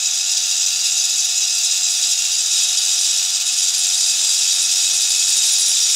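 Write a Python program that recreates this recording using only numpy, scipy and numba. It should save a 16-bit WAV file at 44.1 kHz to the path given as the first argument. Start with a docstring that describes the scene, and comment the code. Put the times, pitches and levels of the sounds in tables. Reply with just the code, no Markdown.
"""At a workbench, close to the microphone, an angle grinder's diamond blade cuts a granite slab.
The grit on the rim scrapes the stone, harder once a turn, and this noise rings the steel disc's modes.
The rim squeals in short chirping bursts, and chips knock in the cut as sums of fading noise bursts.
Shaft orders and gears whine as sines locked to the turning, some only for a while.
Behind them lie a coloured motor rush, a bench rumble and a low hum that drifts upward."""
import sys
import numpy as np
from scipy import signal
from scipy.fft import rfft, irfft, next_fast_len
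from scipy.io import wavfile
from scipy.ndimage import uniform_filter1d, minimum_filter1d
from numba import njit

SR = 44100
rng = np.random.default_rng(int(sys.argv[2]) if len(sys.argv) > 2 else 0)


def to_wav(s):
    """Save 16-bit WAV."""
    ch = np.atleast_2d(s).T  # columns
    pcm = np.round(np.clip(ch, -1, 1) * 32767)  # PCM
    wavfile.write(sys.argv[1], SR, pcm.astype(np.int16))


N = 262395
TIME = np.arange(N) / SR


def undb(db):
    """Decibel law: amplitude ratio of a level in dB."""
    return 10 ** (np.asarray(db) / 20)


def level(x, db):
    """Root-mean-square scaling: bring x to an RMS level in dB."""
    return x * undb(db) / np.sqrt(np.mean(x ** 2))


def curves(table):
    """Linear interpolation: the columns of a table joined by straight lines in time."""
    s, *columns = np.transpose(table)
    return [np.interp(TIME, s, column) for column in columns]


def colour(x, points):
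    """Spectral shaping by (Hz, dB) points, straight on a log-frequency axis."""
    size = next_fast_len(N)
    hz, db = np.transpose(points)
    bin_hz = np.arange(1, size // 2 + 2) * SR / size
    gain = undb(np.interp(np.log(bin_hz), np.log(hz), db))
    return irfft(rfft(x, size) * gain, size)[:N]


def ring(x, hz, width):
    """Resonance: a second-order peak of the given width in Hz, gain 1 at its centre."""
    return signal.lfilter(*signal.iirpeak(hz, hz / width, fs=SR), x)


def walk(rate):
    """Random modulation: `rate` random values a second, eased into each other; spread near 1."""
    place = TIME * rate
    k = place.astype(int)
    ease = 0.5 - 0.5 * np.cos(np.pi * (place - k))
    value = rng.standard_normal(k[-1] + 2)
    return 1.18 * (value[k] * (1 - ease) + value[k + 1] * ease)


def order_sine(multiple, turn, db, phase):
    """Shaft order: a sine at a multiple of the blade speed, db being its RMS level."""
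    return undb(db) * np.sqrt(2) * np.sin(2 * np.pi * multiple * turn + phase)


# Blade speed. Each row: time in seconds, speed in turns per second.
BLADE_SPEED = [(0, 92.45), (2.2, 92.43), (5.95, 91.82)]


def rotation():
    """Kinematics: the speed, slightly unsteady, sums up to the number of turns made."""
    speed = curves(BLADE_SPEED)[0] * (1 + 0.000752 * walk(6))
    return speed, np.cumsum(speed) / SR


# Uneven push of the hands, with quick surges and lapses.
# Each row: time in seconds, cutting level in dB before bounce and jolts.
HAND_PUSH = [(0.02, -19.5), (0.05, -19), (0.84, -17.5), (0.87, -13.5), (0.9, -17.5), (1.98, -17.5),
             (2.12, -16), (2.15, -19.5), (2.25, -18), (2.49, -19.5), (2.54, -16), (2.77, -18),
             (3.23, -17.5), (3.26, -20), (3.65, -18), (5.24, -17.5), (5.28, -17.5), (5.9, -16.5)]
JUDDER_HZ, JUDDER_WIDTH_HZ, JUDDER_DB = 15.8, 4.3, 0.63  # the hand-held blade bounces in the slot
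# peak of the extra bite in dB and its rise time in s, for a knock of strength JOLT_KNOCK_DB
JOLT_DB, JOLT_S, JOLT_KNOCK_DB = 3, 0.034, -38.5


def pressure():
    """Contact force as a level in dB: uneven push of the hands, narrow-band bounce, a jolt as each chip breaks."""
    bounce = ring(rng.standard_normal(N), JUDDER_HZ, JUDDER_WIDTH_HZ)
    jolt = 0
    for s, db in CHIP_KNOCKS:
        u = np.maximum(TIME - s, 0) / JOLT_S
        jolt = jolt + undb(db - JOLT_KNOCK_DB) * u * np.exp(1 - u)
    return curves(HAND_PUSH)[0] + JUDDER_DB * level(bounce, 0) + JOLT_DB * jolt


def bite(turn, depth, sharp, scatter_db):
    """Periodic modulation: a high spot presses once a turn, by a random amount, and lets go slowly."""
    size = undb(scatter_db * rng.standard_normal(size=700))[turn.astype(int)]
    part = turn % 1
    rise = np.minimum(part / 0.23, 1)
    return 1 + depth * size * np.exp(-part / sharp) * rise


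@njit
def repeat(x, lag, keep):
    """Recursive delay (comb filter): each turn keeps a share of the turn before it."""
    y = x * np.sqrt(1 - keep * keep)
    for i in range(len(x)):
        if i >= lag[i]:
            y[i] += keep * y[i - lag[i]]
    return y


def grit(speed, turn, keep, depth):
    """Frictional noise: diamond grains meet the stone, and the same grains come round again."""
    lag = np.round(SR / speed).astype(np.int64)  # samples in one turn
    grains = repeat(rng.standard_normal(N), lag, keep)
    pressed = grains * bite(turn, depth, sharp=0.28, scatter_db=5.0)
    return level(pressed * undb(0.55 * walk(14)), 0)


# Frequencies of the disc's modes, in Hz.
MODE_HZ = [2575, 2773, 3050, 3420, 3775, 3840, 4060, 4715, 4820, 5068, 5240, 5435, 5702, 6098, 6230, 6862,
           6982, 7580, 7697, 8290, 8420, 9290, 9508, 10240, 11218, 12345, 13057, 13938, 14350, 15408]
# Ringing of those modes in the same order; the slot grips the disc and shifts it.
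# Each row: nominal width in Hz, relative level in dB, change of level at full depth in dB.
MODE_RINGING = [(40.5, -11, -1), (14, -7, -6), (109, -22.5, 8.5), (173, -11.5, 2), (42.3, -2, 3),
                (124, -5, 0.5), (86, -3.5, -14), (30, -1, 1.5), (152, -7, 4.5), (51, 3, -6.5),
                (80, -7.5, 6), (70, -5.5, -4.5), (68.5, 1, 0.5), (55.4, 2, -4), (137, -0.5, -2),
                (95.5, 4, -4), (40, 2, 1.5), (60.3, -2, 2.2), (44.4, -0.5, 1), (75, -12.5, 10),
                (134, -16, 11.5), (140, -14, -2.5), (50, -9, -3), (55, -7, -3), (80, -22.5, 7),
                (55, -19, -9), (45, -13, -11), (40, -17, -8), (70, -26, -4), (35, -26, -6)]
# Colour of the bare scrape. Each row: frequency in Hz, relative spectral level in dB.
SCRAPE_COLOUR = [(1200, -44), (2000, -30.5), (2500, -7.5), (3230, -11.5), (3600, 1.5), (4300, -5),
                 (5300, -3.5), (7150, -1), (7950, -4), (8900, -13.5), (10900, -18.5), (12100, -17.5),
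                 (13500, -25), (16500, -24.5)]
TOP_RING_HZ = 8600  # modes from here up form the top ring
# the top ring grows with the contact: starting level, its rise, time constant of the rise
TOP_DB, TOP_RISE_DB, TOP_RISE_S = -36.5, 5, 3.1
TOP_SWING = 1.46  # dB of top ring for each dB of pressure


def blade(speed, turn, depth, cut_db):
    """Modal excitation: grit noise drives the disc's modes, each flickering as the contact shifts."""
    push = grit(speed, turn, keep=0.32, depth=1.6 + 1.2 * depth)
    low, high = 0, 0
    for k, (hz, (width, db, change_db)) in enumerate(zip(MODE_HZ, MODE_RINGING)):
        # the mode blends a narrow and a wide ring; the deeper the cut, the wider
        narrow = ring(push, hz, 0.8 * width)
        wide = ring(push, hz, 1.1 * width)
        ringing = (1 - depth) * narrow + depth * wide
        sign = (-1) ** k  # neighbouring modes in opposite phase
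        mode = sign * undb(db + change_db * depth + 0.69 * walk(16)) * ringing
        if hz < TOP_RING_HZ:
            low = low + mode
        else:
            high = high + mode
    # the middle modes radiate little far above and below their own range
    low = signal.sosfilt(signal.butter(3, [1900, 9500], "band", fs=SR, output="sos"), low)
    # the deeper the cut, the more bare scraping beside the ringing
    bare = colour(grit(speed, turn, keep=0.067, depth=1.4 + 0.35 * depth), SCRAPE_COLOUR)
    scrape = level(bare, -8.5) * undb(4.24 * depth)
    rise_db = TOP_RISE_DB * (1 - np.exp(-TIME / TOP_RISE_S))
    top_db = TOP_DB + rise_db + TOP_SWING * (cut_db - np.mean(cut_db))
    return undb(cut_db) * (level(low, 0) + scrape) + undb(top_db) * level(high, 0)


# Rim squeals. Each row: start in seconds, strength in dB before the ringing, length in turns.
RIM_SQUEALS = [(3.454, -19, 2.5), (3.5304, -17, 2), (3.5952, -15, 1.8), (3.7794, -11, 2.2),
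               (3.8342, -14, 1.4), (4.2901, -14, 2.1), (4.6269, -13, 1.7), (4.9303, -15, 1.9),
               (5.094, -13, 1.5), (5.1592, -14, 1.6), (5.2679, -18, 2.5), (5.2904, -9, 2),
               (5.3664, -7, 1.8), (5.454, -12, 1.6), (5.5214, -8, 1.7), (5.5837, -8.5, 4.6),
               (5.682, -7.5, 3.2), (5.8341, -36, 1.8), (5.8666, -34, 2.8)]


def squeal():
    """Stick-slip friction: the rim skids once a turn, each skid chirping upward and ringing two top modes."""
    out = np.zeros(N)
    for s, db, turns in RIM_SQUEALS:
        i = int(s * SR)
        u = TIME[:min(4000, N - i)] * BLADE_SPEED[-1][1]  # turns since the start
        skid = u % 1
        hz = 8900 + 1600 * np.minimum(skid / 0.35, 1)
        burst = undb(db) * np.exp(-(u / turns) ** 4)
        pulse = np.exp(-skid / 0.22) * np.minimum(skid / 0.044, 1)
        out[i:i + len(u)] += burst * pulse * np.sin(2 * np.pi * np.cumsum(hz) / SR)
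    # noise roughens the tone
    out = out * (1 + 1.1 * ring(rng.standard_normal(N), 400, 3000))
    return undb(-6.5) * out + undb(11.5) * ring(out, 10240, 60.3) + undb(2) * ring(out, 9290, 95)


# The strongest low whine of the gears. Each row: time in seconds, level in dB.
GEAR_WHINE = [(0, -42), (.5, -53), (1, -39), (2, -42.5), (3, -41), (3.7, -47.5), (4.2, -42), (5.2, -37),
              (5.95, -63)]
GEAR_ORDER = 27.92  # multiple of the blade speed


def gear(turn):
    """Gear whine: one multiple of the blade speed, slightly unsteady in level and phase."""
    db = curves(GEAR_WHINE)[0]
    return order_sine(GEAR_ORDER, turn, db + 1.2 * walk(20), 0.7 * walk(30))


# Whines that sing for a while only.
# Each row: multiple of the blade speed, start in seconds, end in seconds, level in dB.
PASSING_ORDERS = [(30, .3, 2.5, -41), (32, .3, 1.6, -47), (33, 2.3, 3.9, -43), (31, 2.5, 3.8, -45.5)]
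PASSING_FADE_S = 0.08


def passing(turn):
    """Gated shaft orders: whines that come up and drop out again as the cut goes on."""
    out = 0
    for multiple, start, end, db in PASSING_ORDERS:
        gate = np.clip(np.minimum(TIME - start, end - TIME) / PASSING_FADE_S, 0, 1)
        out = out + gate * order_sine(multiple, turn, db + 1.8 * walk(15), 0.73 * walk(25))
    return out


# Steady whines. Each row: multiple of the blade speed, level in dB.
SHAFT_ORDERS = [(3, -74), (4, -73), (7, -65), (8, -51.5), (9, -71), (11, -64.5), (13, -60), (14, -66.5),
                (15, -55), (16, -59), (17, -77), (18, -78), (19, -54.5), (20, -60), (21, -65.5), (24, -64),
                (31, -51), (32, -52), (34, -61), (41, -67), (53, -52), (55, -38.5), (57, -61)]


def shaft_orders(turn):
    """Harmonics of rotation: sines at multiples of the blade speed, wavering in level and phase."""
    whine = 0
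    for multiple, db in SHAFT_ORDERS:
        # higher orders wander more in phase, so their lines are wider
        phase = 0.032 * multiple * walk(25) + rng.uniform(0, 2 * np.pi)
        whine = whine + order_sine(multiple, turn, db + 1.2 * walk(18), phase)
    return whine


# Chips knocking in the cut. Each row: start in seconds, strength in dB before the resonances.
CHIP_KNOCKS = [(2.877, -51), (4.027, -47), (4.164, -51), (4.221, -47.5), (4.287, -43.5), (4.407, -48),
               (4.566, -47), (4.929, -51), (5.277, -42), (5.374, -45), (5.437, -43), (5.514, -56)]


def knocks():
    """Impact noise: dull, crumbling bursts through broad resonances that reach into the slab's bass."""
    gate = np.zeros(N)
    for s, db in CHIP_KNOCKS:
        u = np.maximum(TIME - s, 0)
        decay = np.exp(-u / 0.0051) + 0.16 * np.exp(-u / 0.069)
        gate += undb(db) * (1 - np.exp(-u / 0.0028)) * decay
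    crumble = gate * rng.standard_normal(N)
    bass = ring(ring(crumble, 340, 860), 340, 860)
    return undb(13.5) * bass + undb(22) * ring(crumble, 1040, 1500)


# Colour of motor, gears and cooling air. Each row: frequency in Hz, relative spectral level in dB.
MOTOR_COLOUR = [(40, -40), (90, -20.5), (200, -17.5), (450, -19.5), (600, -15.5), (680, -10.5), (880, -7.5),
                (950, -14.5), (1150, -10.5), (1310, -6.5), (1400, -5), (1950, -6), (2300, -5), (3000, -46)]
MOTOR_DB = -48  # before the load is added


def motor(turn, depth, cut_db):
    """Broadband flow noise: rush of air and gears, pulsing with the shaft and rising with the load."""
    pulsing = rng.standard_normal(N) * bite(turn, depth=0.9, sharp=0.3, scatter_db=2.5)
    rush = level(colour(pulsing, MOTOR_COLOUR), MOTOR_DB)
    # the motor labours when the blade presses harder
    press_db = uniform_filter1d(cut_db, size=4000)
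    return rush * undb(5.13 * depth + 0.5 * (press_db - np.mean(press_db)))


# Low hum. Each row: time in seconds, frequency in Hz, level in dB.
LOW_HUM = [(0.05, 136.7, -61), (0.36, 137, -73), (0.7, 138, -59), (1.15, 140, -66), (1.4, 140.5, -76),
           (1.65, 141, -67), (2.45, 143, -67.5), (2.6, 143.6, -63), (2.92, 147.4, -65), (3.6, 150, -67),
           (4.5, 149, -68), (5.95, 149, -82)]


def hum():
    """Frequency modulation: a low tone creeps upward, swells and sinks, then fades."""
    hz, db = curves(LOW_HUM)
    return undb(db) * np.sqrt(2) * np.sin(2 * np.pi * np.cumsum(hz) / SR)


def bench_rumble():
    """Structural resonance: noise through two resonances in series, a steady rumble of the bench."""
    return level(ring(ring(rng.standard_normal(N), 55, 45), 55, 45), -74.0)


# Depth of the cut. Each row: time in seconds, depth from 0 to 1.
CUT_DEPTH = [(0, 0.5), (1.5, 0.31), (2.5, 0.76), (4, 0.84), (5.95, 0.94)]


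def scene():
    """Superposition: all sources share one rotation, depth and pressure, and their sounds add."""
    speed, turn = rotation()
    depth, cut_db = curves(CUT_DEPTH)[0], pressure()
    cutting = blade(speed, turn, depth, cut_db) + squeal() + knocks()
    whines = gear(turn) + passing(turn) + shaft_orders(turn)
    background = motor(turn, depth, cut_db) + hum() + bench_rumble()
    return (cutting + whines + background)[None]


LIMIT_DB = -7  # gain falls above this level
TOP_HZ = 15690  # upper edge of the band


def record(dry):
    """Limiting and band-limiting: gain eases down around loud peaks; deepest bass and top are cut."""
    gain = np.minimum(1, undb(LIMIT_DB) / (np.abs(dry) + 1e-9)) ** 0.76
    gain = minimum_filter1d(gain, size=160)
    gain = uniform_filter1d(uniform_filter1d(gain, size=80), size=80)
    held = signal.sosfilt(signal.butter(2, 30, "high", fs=SR, output="sos"), gain * dry)
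    return signal.sosfilt(signal.ellip(14, 0.2, 90, TOP_HZ, fs=SR, output="sos"), held)


dry = scene()
out = record(dry)
to_wav(out)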